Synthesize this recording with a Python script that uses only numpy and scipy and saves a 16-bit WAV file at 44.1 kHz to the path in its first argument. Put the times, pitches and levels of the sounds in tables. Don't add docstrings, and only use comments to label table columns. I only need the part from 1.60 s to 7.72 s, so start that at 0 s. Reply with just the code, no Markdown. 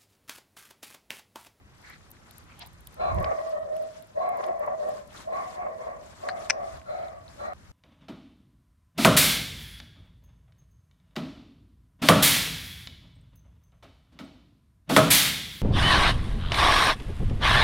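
import sys
import numpy as np
from scipy import signal
from scipy.fft import rfft, irfft, next_fast_len
from scipy.io import wavfile
from scipy.ndimage import uniform_filter1d

SR = 44100
rng = np.random.default_rng(int(sys.argv[2]) if len(sys.argv) > 2 else 0)


def put_to_file(sound):
    columns = np.atleast_2d(sound).T
    safe = np.clip(columns, -1, 1)
    whole_steps = np.round(safe * 32767)
    wavfile.write(sys.argv[1], SR, whole_steps.astype(np.int16))


def field_ratio(decibels):
    return 10 ** (np.asarray(decibels, dtype=float) / 20)


N = 269803
STEP = 50
CUT_S = 5.935

# (frequency [Hz], time to fade by 60 dB [s])
STREET_FADE = [(300, .38), (700, .32), (2000, .3), (6000, .22)]

# (frequency [Hz], level [dB per Hz])
NIGHT_COLOUR = [(18, -20.5), (30, -46), (75, 4), (225, -2.5), (389, -10), (852, -11.5), (1050, -11.5),
                (1400, -14.5), (2690, -20), (2990, -21), (4910, -39.5), (13300, -36.5), (15500, -64)]
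NIGHT_DB = -62
# (frequency [Hz], likeness [0-1])
NIGHT_LIKENESS = [(60, 0.49), (300, 0.95), (640, 0.31), (1200, 0.31), (2100, 1), (4000, 0.67), (7000, 0.34),
                  (12000, 0.65)]
# (frequency [Hz], lead of the right port [radians])
NIGHT_TURN = [(100, .1), (350, .3), (700, 1.1), (1200, 1.3), (2100, 2.1), (4000, 3.1), (7000, 3.),
              (10000, 5.9)]

# (frequency [Hz], level [dB per Hz])
GUST_COLOUR = [(12, -57), (20, -48), (36, -19.5), (62, 2), (95, -8), (174, -13.5), (253, -28.5), (300, -27),
               (390, -23.5), (660, -120)]
# (time [s], level [dB])
BREEZE = [(0., -62.5), (1.3, -54), (2.2, -74), (2.9, -62), (6.12, -53)]
# (start [s], hold [s], level [dB])
PUFFS = [
    (1.42, 0.025, -50),
    (1.55, 0.041, -27.5),
    (2.03, 0.018, -52),
    (4.6, 0.12, -58.5),
    (5.11, 0.038, -53),
]
PUFF_RISE_DB_PER_S, PUFF_FALL_DB_PER_S = 202, 159

# (frequency [Hz], level [dB per Hz])
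CLOTH_COLOUR = [(710, -9), (1200, -6), (1440, -8), (2920, -16.5), (3310, -15.5), (4270, -16.5), (6940, -20),
                (12800, -30.5), (15000, -116)]
# (frequency [Hz], left minus right [dB])
CLOTH_LEAN = [(1000, 1), (2000, -1), (4000, 6), (7500, 11), (9000, 9), (10500, -1), (15000, -1)]
# (start [s], hold [s], level [dB])
STRIDES = [(.28, 0.023, -66.5), (.68, 0.12, -71.5), (1., 0.036, -71.5), (1.32, 0.021, -70),
           (1.42, 0.5, -70), (2.15, 0.24, -69.5), (2.6, 0.066, -73), (2.8, 0.056, -65), (3.2, 0.19, -65.5),
           (3.55, 0.072, -59), (3.76, 0.19, -64.5), (4.2, 0.063, -69.5), (4.44, 0.25, -66),
           (4.79, 0.072, -60.5), (5.05, 0.12, -64), (5.3, 0.18, -71.5), (5.69, 0.17, -67.5),
           (6.0, 0.18, -74.5)]
CLOTH_REST_DB, CLOTH_RISE_DB_PER_S, CLOTH_FALL_DB_PER_S, CLOTH_GROW_DB_PER_S = -73, 235, 268.5, 12
# (time [s], level [dB])
CLOTH_STILL = [(0., -7), (.2, 3), (.3, 1.3), (6.12, -0.8)]

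# (start [s], hold [s], level [dB])
SCUFFS = [
    (0.307, 0.026, -49),
    (0.914, 0.0041, -54),
    (1.0206, 0.0066, -46),
    (0.254, .025, -55.5),
]
SCUFF_RISE_DB_PER_S, SCUFF_FALL_DB_PER_S = 369, 346
# (frequency [Hz], level [dB per Hz])
SCUFF_COLOURS = [
    [(410, -80.5), (700, -44), (809, -19), (1020, -40), (1280, 0), (2140, 8.5), (2700, -12), (4280, -5),
     (7000, -33), (9100, -65), (15400, -120)],
    [(410, -41), (700, -19), (874, -8), (1270, 2), (1700, -12), (2220, 0), (7000, -39), (9100, -64),
     (15400, -120)],
    [(290, -54), (500, -40), (637, -46), (800, 14), (1250, -11), (1850, 3), (2500, -2), (3200, 2),
     (4400, -2.5), (7000, -23), (9100, -69), (15400, -120)],
]
# (start [s], length [s], first pitch [Hz],
# last pitch [Hz], level [dB])
SOLE_CHIRP = (6, -0.2, 10402, 9000, -65)

# (time [s], peak [dB], ring [Hz], left minus right [dB])
CLAWS = [(.18, -59, 10000, 0), (.216, -54, 10500, 0), (0.2972, -44.5, 11000, -5), (.838, -55, 11500, -6),
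         (1.325, -54, 11000, -3), (0.504, -43, 12900, 0.5), (0.5132, -34.5, 12500, 6),
         (0.7086, -40.5, 10200, 5), (0.7802, -37, 11600, 5), (0.9916, -37.5, 10800, -6),
         (1.07, -38.5, 13000, -11), (1.13, -50, 9900, -6), (1.2054, -47.5, 11600, 5),
         (1.27, -33, 11500, -5), (1.3415, -46, 11400, -6), (1.5443, -41, 10100, 4), (1.561, -52, 11100, -4),
         (1.5997, -44, 9800, 4), (1.626, -43, 11200, -10), (1.8043, -60, 10400, -8),
         (1.8928, -45.5, 10400, 4), (1.061, -39, 12400, 6), (2.1646, -41, 11100, 4),
         (2.2228, -48, 11600, -4), (2.4225, -46, 12200, -11), (2.47, -50, 11200, -7),
         (2.6894, -40, 11400, 5), (2.7701, -44, 11200, -4), (2.8634, -43.5, 10500, -6),
         (2.9931, -45, 12900, 17), (3.0624, -50.5, 10500, 11), (3.288, -42.5, 11600, -6),
         (3.4744, -51, 8100, 7), (3.7274, -53, 7000, -2)]
# (time [s], peak [dB], ring [Hz], left minus right [dB])
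GRIT = [(.408, -52, 1500, 0), (.548, -52, 1300, 0), (.566, -51, 1800, 0), (.709, -47, 4000, 3),
        (1.272, -40, 3300, 8), (1.585, -38, 1800, 3), (1.6425, -30, 1600, 6), (1.644, -35, 2900, 6),
        (1.645, -38, 4500, 6), (1.718, -42, 2000, 3), (2.165, -45, 2600, 3), (2.4224, -53, 3500, 3),
        (2.806, -41, 1500, 7), (2.838, -39, 1500, 8), (2.839, -41, 3300, 8), (2.84, -46, 5200, 8),
        (2.884, -41, 2000, 4), (3.5044, -47, 3160, 2), (3.5748, -43, 3320, 7), (5.196, -50, 2200, 0),
        (5.2144, -45, 1800, 0), (5.428, -47, 3300, 2), (5.482, -47, 3300, 2), (5.679, -43, 3900, 4),
        (1.643, -33, 1300, 6)]
# (time [s], peak [dB], ring [Hz], left minus right [dB])
KNOCKS = [
    (1.726, -30.5, 402, -4),
    (2.884, -40, 324, 8),
]

# (time [s], low ring [dB], high ring [dB], edge [dB], pitch factor)
LATCH_SLIPS = [(4.6865, -34, -18, -30, .77), (4.6878, -30, -18, -16, .77), (4.6888, -18, -11, -24, .74),
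               (4.6931, -19, -13, -34, .75), (4.6955, -40, -20, -40, .77), (4.6972, -34, -12, -36, .75),
               (4.699, -40, -19, -44, .75), (4.7013, -36, -17, -40, .8), (4.7045, -40, -24, -50, .8),
               (4.7125, -44, -23, -44, .82), (4.715, -44, -27, -50, .82), (4.8936, -45, -23, -24, 1.),
               (4.897, -26, -30, -34, 1.2), (4.8989, -9, 5, 0, 1.), (4.9001, -11, 0, -12, 1.),
               (4.9013, -12, 4, -10, 1.02), (4.903, -10, -1, -13, .95), (4.9046, -13, -7, -20, .85),
               (4.906, -6, 13, -9, .99), (4.9085, -24, -10, -24, 1.1), (4.912, -26, -18, -28, 1.12),
               (4.9157, -34, -19, -30, 1.), (4.928, -60, -36, -30, 1.)]
# (frequency [Hz], width [Hz], level [dB])
LATCH_LOW = [(1145, 500, -10), (1660, 350, -5), (2070, 300, -1), (2360, 170, -16)]
# (frequency [Hz], width [Hz], level [dB])
LATCH_HIGH = [(4500, 500, -17), (5600, 700, 1)]
# (frequency [Hz], width [Hz], level [dB])
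LATCH_EDGE = [(6900, 900, -9), (8600, 1100, -7), (11800, 1800, -19)]

# (start [s], mouth whistle [Hz], bright overtones [dB],
# shrill band [dB], lift of the third overtone in the first breath [share of pitch])
RUNS = [
    (1.36, 1017, -12, -5, 0.54),
    (2.53, 1008, -14.5, -7.5, 0.012),
    (3.65, 1009, -12.5, -13, -0.088),
    (4.6, 1077, -12, -22, 0.11),
    (5.25, 1136, -10, -1, 0.27),
    (5.77, 1074, -11, -6.5, -0.062),
]
# (start [s], hold [s], effort [dB], top pitch [Hz], mouth opening [dB])
BARKS = [(1.405, 0.1, -37.5, 695, -3.5), (1.588, 0.17, -39, 662, -4), (1.793, 0.095, -42, 645, -16.5),
         (1.936, 0.076, -40.5, 628, -19), (2.049, 0.025, -48, 610, -1.5), (2.125, 0.078, -39, 638, -31),
         (2.235, 0.029, -56, 643, -30.5), (2.366, 0.019, -56.5, 662, -23),
         (2.574, 0.032, -38.5, 650, -13.5), (2.606, 0.13, -38, 725, -3.5), (2.786, 0.053, -42, 665, -2),
         (2.863, 0.075, -40, 674, -10), (3.008, 0.037, -44, 651, 0.5), (3.087, 0.052, -40.5, 658, -11),
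         (3.223, 0.083, -40.5, 632, -11.5), (3.362, 0.013, -57, 614, 18), (3.68, 0.023, -45, 693, -14),
         (3.725, 0.083, -43, 710, 1), (3.859, 0.031, -52, 750, -5.5), (3.983, 0.058, -44, 723, -2),
         (4.067, .07, -44.5, 648, -10), (4.208, 0.024, -47.5, 672, -5), (4.257, 0.083, -48.5, 654, -4.5),
         (4.402, 0.043, -58, 651, -13.5), (4.638, 0.2, -43, 677, -7), (4.921, 0.062, -46, 650, -6.5),
         (4.969, 0.11, -45, 678, -9), (5.289, 0.19, -44, 676, -7), (5.521, 0.023, -55, 680, -13.5),
         (5.604, 0.12, -67.5, 673, -11), (5.807, 0.19, -46, 666, -2.5)]
BARK_RISE_DB_PER_S, BARK_FALL_DB_PER_S, BARK_SAG_DB_PER_S = 670, 86, 30
LINKED_RISE_DB_PER_S = 265
TIRING_PER_S = 0.086
CLOSE_DB = 0.5
MOUTH_END_DROP_DB, EFFORT_ARCH_DB = -3.5, 7
ARCH, END_SAG = 0.15, 0.46
WHISTLE_ARCH_HZ = 144
BRIGHT_PER_MOUTH = 0.8
HOARSE_OPEN, HOARSE_PER_DB, HOARSE_PER_S = .95, .045, .05
SHRILL_S = 0.17
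WOBBLE = 0.022
# (multiple of the pitch, level [dB])
OVERTONES = [(2, 6), (4, -16), (5, -14)]
# (start [s], hold [s], level [dB], pitch [Hz])
SQUEAKS = [
    (1.392, .03, -51.5, 1307),
    (1.946, 0.091, -65, 1226),
    (5.258, 0.039, -57, 1337),
    (5.79, 0.08, -56.5, 1333),
]
SQUEAK_RISE_DB_PER_S, SQUEAK_FALL_DB_PER_S = 800, 113
# (time [s], change [dB], length [s])
SURGES = [(1.521, 3.5, 0.0059), (1.587, 0, 0.0052), (1.718, 4, 0.0088), (1.79, 3.5, .008),
          (1.876, 3.5, 0.031), (1.966, 3, 0.014), (2.056, -3.5, 0.016), (2.14, 0, .025),
          (2.193, -3.5, 0.013), (2.346, -10, 0.016), (2.472, -9, 0.025), (2.537, -16, 0.018),
          (2.572, 5.5, 0.0081), (2.61, 0.5, 0.0066), (2.78, -1, 0.01), (2.823, -9.5, 0.0072),
          (2.887, 2, 0.015), (3.008, 3, 0.0069), (3.08, 10, .008), (3.145, 4.5, 0.0072), (3.166, -2, 0.014),
          (3.206, 3.5, 0.012), (3.291, 7, 0.0056), (3.44, -3, 0.03), (3.678, 6, 0.0067), (3.73, 2, .01),
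          (3.796, 2, .008), (4.069, 4.5, 0.0056), (4.214, 4, 0.0082), (4.283, 4.5, .014), (4.373, 2, .01),
          (4.42, 2, 0.024), (5.797, 3, 0.009)]
LINGER_S, LINGER_SHARE = 0.031, 1
# (frequency [Hz], lead of the right port [radians])
DOG_TURN = [(350, 1.4), (600, 2.4), (750, 2.6), (1200, 2.7), (2000, 3.1), (4000, 3.3)]
# (frequency [Hz], left minus right [dB])
DOG_LEAN = [(350, 2), (650, 1.5), (1200, 2), (2000, -2), (4000, 5)]
# (frequency [Hz], level [dB])
DOG_DIRECT = [(350, -3), (600, 2), (800, 2), (1100, -4), (1500, -3), (2100, 0), (4000, -4)]


def evened(x):
    return x / np.sqrt(np.mean(x ** 2) + 1e-20)


def read(points, hz):
    f, value = np.transpose(points)
    return np.interp(np.log(hz + 1), np.log(f + 1), value)


def curve(rows):
    s, value = np.transpose(rows)
    return np.interp(np.arange(N) / SR, s, value)


def control_times():
    return np.arange(0, N, STEP) / SR


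def fine(control):
    return np.interp(np.arange(N), np.arange(0, N, STEP), control)


def swells(rows, rise_db_per_s, fall_db_per_s, grow_db_per_s=0.):
    start, hold, db = np.transpose(rows)[:3, :, None]
    t = control_times() - start
    rise = rise_db_per_s * np.minimum(t, 0)
    drift = grow_db_per_s * np.clip(t, 0, hold)
    fall = fall_db_per_s * np.maximum(t - hold, 0)
    return field_ratio(db + rise + drift - fall)


def together(gains):
    return fine(np.sqrt((gains ** 2).sum(0)))


def add(mix, s, sound):
    part = mix[:, round(s * SR):][:, :sound.shape[1]]
    part += sound[:, :part.shape[1]]


def panned(x, pan_db):
    return np.array([x * field_ratio(pan_db / 2), x * field_ratio(-pan_db / 2)])


def ports(left, right, turn, lean):
    return np.array([left * field_ratio(lean / 2), right * field_ratio(-lean / 2) * np.exp(1j * turn)])


def resonate(x, hz, width, order=1):
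    turn = np.exp(2j * np.pi * np.cumsum(hz * np.ones(len(x))) / SR)
    r = np.exp(-np.pi * width / SR)
    slow = signal.sosfilt([[1 - r, 0, 0, 1, -r, 0]] * order, x * turn.conj() + 1e-18)
    return 2 * (turn * slow).real


def noise(colour, same, patchy_db, size, count=N, turn=((1, 0), (2, 0)), lean=((1, 0), (2, 0))):
    frames, hz = 4 * count // size + 5, np.fft.rfftfreq(size, 1 / SR)
    a, b, c, d, patches = rng.standard_normal((frames, len(hz), 5)).T
    patches = uniform_filter1d(patches, size=10, axis=0)
    patches = evened(uniform_filter1d(patches, size=8, axis=1))
    like = np.clip(read(same, hz), -1, 1)[:, None]
    left = a + 1j * b
    right = like * left + np.sqrt(1 - like ** 2) * (c + 1j * d)
    z = ports(left, right, read(turn, hz)[:, None], read(lean, hz)[:, None])
    z *= field_ratio(read(colour, hz)[:, None] + patchy_db * patches)
    x = signal.istft(z, nperseg=size, noverlap=size * 3 // 4)[1][:, :count]
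    return x / np.sqrt(np.mean(x.mean(0) ** 2))


def street(x):
    taps = np.zeros((3, SR))
    at = np.arange(0, SR - 20, 20) + rng.integers(0, 20, (3, SR // 20 - 1))
    np.put_along_axis(taps, at, rng.choice([-1., 1.], at.shape), 1)
    hz, t, z = signal.stft(taps, SR, nperseg=256)
    fade = field_ratio(-60 * t / read(STREET_FADE, hz)[:, None])
    tail = signal.istft(z * fade, SR, nperseg=256)[1]
    return signal.fftconvolve(x[None], tail / np.linalg.norm(tail[0]), axes=1)[:, :N]


def night():
    return field_ratio(NIGHT_DB + 3.0) * noise(NIGHT_COLOUR, NIGHT_LIKENESS, patchy_db=1.5, size=1024, turn=NIGHT_TURN)


def gust():
    wind = noise(GUST_COLOUR, [(20, 0.14), (300, 0.55)], patchy_db=3.0, size=2048)
    wind += 0.5 * np.array([resonate(port, 99, 9.9) for port in wind])
    steady = wind / (uniform_filter1d(wind.mean(0) ** 2, size=4000) + .05) ** .35
    puffs = together(swells(PUFFS, PUFF_RISE_DB_PER_S, PUFF_FALL_DB_PER_S))
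    return np.hypot(field_ratio(curve(BREEZE)), puffs) * evened(steady)


def jacket():
    likeness = [(1000, 0.07), (4000, -0.16), (8000, -0.2), (11000, 0.6)]
    cloth = noise(CLOTH_COLOUR, likeness, patchy_db=2.0, size=256, lean=CLOTH_LEAN)
    swings = together(swells(STRIDES, CLOTH_RISE_DB_PER_S, CLOTH_FALL_DB_PER_S, CLOTH_GROW_DB_PER_S))
    rest = field_ratio(CLOTH_REST_DB + curve(CLOTH_STILL))
    return field_ratio(8.5) * np.hypot(rest, swings) * cloth


def shoes():
    out, count = np.zeros((2, N)), N // 4
    gains = swells(SCUFFS, SCUFF_RISE_DB_PER_S, SCUFF_FALL_DB_PER_S)
    colours = SCUFF_COLOURS + SCUFF_COLOURS[:1]
    for gain, colour in zip(gains, colours):
        scrape = noise(colour, [(500, 0.31), (7000, 0.16)], patchy_db=4.0, size=256, count=count)
        add(out, 0, fine(gain)[:count] * scrape)
    return out


def sole_chirp():
    start, length, first_hz, last_hz, db = SOLE_CHIRP
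    out, place = np.zeros((2, N)), np.arange(0, length, 1 / SR) / length
    hz = first_hz + (last_hz - first_hz) * place ** 1.3
    tone = np.sin(np.pi * place) * np.sin(2 * np.pi * np.cumsum(hz) / SR)
    add(out, start, panned(field_ratio(db) * tone, pan_db=2.5))
    return out


def ticks(events, width_hz, crack_s, tail_s, tail_db, rise_s=1e-4, skirt=2):
    out, t = np.zeros((2, N)), np.arange(1500) / SR
    rise = np.minimum(t / rise_s, 1) ** 2
    fade = np.exp(-np.maximum(t - rise_s, 0) / crack_s) + field_ratio(tail_db) * np.exp(-t / tail_s)
    for (s, db, hz, pan_db), air in zip(events, rng.standard_normal((len(events), len(t)))):
        crack = resonate(air * rise * fade, hz, width_hz)
        crack = np.diff(resonate(crack, hz, skirt * width_hz), prepend=0)
        crack = resonate(crack, hz, 2 * skirt * width_hz)
        crack = field_ratio(db) * crack / abs(crack).max()
        add(out, s - rise_s / 4, panned(crack, np.clip(pan_db, -8, 8)))
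    return out


def claws():
    return ticks(CLAWS, width_hz=5000, crack_s=0.0012, tail_s=0.006, tail_db=-24, rise_s=.003)


def grit():
    out = ticks(GRIT, width_hz=1200, crack_s=.0015, tail_s=.006, tail_db=-14, rise_s=.001, skirt=1.2)
    out[1] = np.roll(out[1], 2)
    return out


def knocks():
    return ticks(KNOCKS, width_hz=163, crack_s=0.0059, tail_s=0.024, tail_db=4)


def plastic_ring(modes, pitch, rise_s):
    t = np.arange(1500) / SR
    rings = sum(field_ratio(db) * np.exp(-np.pi * width * t) * np.sin(2 * np.pi * pitch * hz * t)
                for hz, width, db in modes)
    return (1 - np.exp(-t / rise_s)) ** 2 * rings


def latch():
    out, t = np.zeros((2, N)), np.arange(1500) / SR
    for (s, low_db, high_db, edge_db, pitch), air in zip(
            LATCH_SLIPS, rng.standard_normal((len(LATCH_SLIPS), len(t)))):
        chatter = field_ratio(-28) * air * np.exp(-t / .003) + (t == 0)
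        low = np.convolve(plastic_ring(LATCH_LOW, pitch, .0003), chatter)
        high = np.convolve(plastic_ring(LATCH_HIGH, pitch, .0005), chatter)
        edge = np.convolve(plastic_ring(LATCH_EDGE, 1, .0003), chatter)
        snap = field_ratio(low_db + 4) * np.outer([1, 1.05], low)
        snap += field_ratio(high_db) * np.outer([1, .07], high)
        snap += field_ratio(edge_db) * np.array([edge, 1.2 * np.roll(edge, 1)])
        add(out, s, snap)
    return out + field_ratio(-29.5) * street(out[0])[:2]


def throat_controls():
    start, hold, _, top_hz, open_db = np.transpose(BARKS)[:, :, None]
    run_s, whistle_hz, run_db, shrill_db, lift = np.transpose(RUNS)
    first = np.diff(np.searchsorted(run_s, start), prepend=0, axis=0) > 0
    age = start - run_s[0]
    place = (control_times() - start) / hold
    shut = np.clip(abs(place - .5) / 0.62, 0, 1) ** 2
    hoarse = np.clip(HOARSE_OPEN + HOARSE_PER_DB * open_db + HOARSE_PER_S * age, .2, .88)

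    rise = np.where(first, BARK_RISE_DB_PER_S / (1 + TIRING_PER_S * age), LINKED_RISE_DB_PER_S)
    gains = swells(BARKS, rise, BARK_FALL_DB_PER_S, -BARK_SAG_DB_PER_S)
    gains = gains * field_ratio(-EFFORT_ARCH_DB * hoarse * shut - CLOSE_DB * np.clip(place - 1, 0, 9) ** 2)

    def lead(value):
        return fine((gains ** 2 * value).sum(0) / ((gains ** 2).sum(0) + 1e-300))

    hz = lead(top_hz * (1 - ARCH * hoarse * shut * np.where(place > .5, END_SAG, 1)))
    mouth_db = lead(open_db - MOUTH_END_DROP_DB * shut)
    hoarse, shut = lead(hoarse), lead(shut)

    t = np.arange(N) / SR
    run = np.maximum(np.searchsorted(run_s, t) - 1, 0)
    breath = np.exp(-(np.maximum(t - run_s[run], 0) / SHRILL_S) ** 2)
    bright_db = run_db[run] + BRIGHT_PER_MOUTH * mouth_db
    mouth_hz = whistle_hz[run] + WHISTLE_ARCH_HZ * (1 - shut)
    third_hz = hz * (3 + lift[run] * breath)
    shrill = field_ratio(shrill_db[run]) * breath
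    return together(gains), mouth_db, bright_db, hz, mouth_hz, third_hz, hoarse, shrill


def surges():
    s, db, length = np.transpose(SURGES)[:, :, None]
    bells = np.exp(-((control_times() - s) / length) ** 2)
    return field_ratio(fine((db * bells).sum(0)))


def held(pair, push):
    keep = np.exp(-1 / (LINGER_S * SR))
    due = push ** 2 + LINGER_SHARE * signal.lfilter([1 - keep], [1, -keep], push ** 2)
    power = abs(uniform_filter1d(pair.mean(0) ** 2, size=900))
    ratio = (power / power.mean() + 1e-4) / (due / due.mean() + 1e-4)
    return pair * np.clip(ratio, .25, 8) ** -.35


def steady(x):
    return evened(x / (uniform_filter1d(x ** 2, size=600) + .1) ** .3)


def far_dog():
    effort, mouth_db, bright_db, hz, mouth_hz, third_hz, hoarse, shrill = throat_controls()
    air, flutter = rng.standard_normal((2, N))
    hz = hz * (1 + WOBBLE * hoarse * evened(resonate(flutter, 13.4, 28)))
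    rasp = air * field_ratio(3. * evened(resonate(flutter, 80, 90)))
    clear = np.sqrt(1 - hoarse ** 2)
    tone_width = 50

    def line(hz, width):
        return evened(resonate(air, hz, width, order=3))

    def rough(hz, width):
        return evened(resonate(rasp, hz, width, order=3))

    def band(low_hz, high_hz):
        sos = signal.butter(N=3, Wn=[low_hz, high_hz], btype="band", fs=SR, output="sos")
        return evened(signal.sosfilt(sos, rasp))

    chest = 0.12 * band(207.5, 388)
    hoarse_throat = 0.93 * line(hz + 10, 193) + 0.41 * rough(hz * 1.02, 287) + chest
    throat = clear * steady(line(hz, tone_width)) + hoarse * hoarse_throat

    mouth = .7 * clear * line(mouth_hz, 90) + .9 * hoarse * line(mouth_hz - 30, 200)
    mouth += .65 * rough(mouth_hz - 130, 520)

    breaks = field_ratio(2. * evened(resonate(flutter, 6, 14)))
    upper = breaks * sum(field_ratio(db) * steady(line(k * hz, 1.6 * tone_width)) for k, db in OVERTONES)
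    third = breaks * steady(line(third_hz, 3.2 * tone_width))
    rough_top = .7 * line(third_hz, 600) + .6 * band(1650, 2350)
    rough_top += shrill * (.6 * band(3500, 4300) + .8 * line(4030, 350))
    bright = field_ratio(-3.5 - 0.15 * mouth_db) * (clear ** 6 * upper + clear ** 2 * third) + hoarse * rough_top

    voice = effort * (throat + field_ratio(mouth_db) * mouth + field_ratio(bright_db) * bright)
    squeaks = swells(SQUEAKS, SQUEAK_RISE_DB_PER_S, SQUEAK_FALL_DB_PER_S)
    squeak_hz = fine(np.array(SQUEAKS)[squeaks.argmax(0), -1])
    voice += together(squeaks) * line(squeak_hz, 165)
    voice *= np.arange(N) > RUNS[0][0] * SR

    shared, left, right = street(voice)
    size = next_fast_len(N)
    bins_hz = np.fft.rfftfreq(size, 1 / SR)
    direct = rfft(0.49 * voice + 0.4 * shared, size) * field_ratio(read(DOG_DIRECT, bins_hz))
    pair = ports(direct, direct, read(DOG_TURN, bins_hz), read(DOG_LEAN, bins_hz))
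    pair = irfft(pair, size)[:, :N] + .55 * np.array([1.05 * left, .95 * right])
    pair = held(pair, effort * np.hypot(1, field_ratio(mouth_db)))
    return field_ratio(11.0) * surges() * pair * (np.arange(N) < CUT_S * SR)


def scene():
    around = night() + gust()
    walker = jacket() + shoes() + sole_chirp() + grit() + knocks()
    return around + walker + claws() + latch() + far_dog()


def low_pass(x):
    return signal.sosfilt(signal.butter(12, 16510, fs=SR, output="sos"), x)


def record(dry):
    soft = signal.sosfilt(signal.butter(N=8, Wn=15000, fs=SR, output="sos"), dry)
    return low_pass(soft)


dry = scene()
out = record(dry)
put_to_file(out)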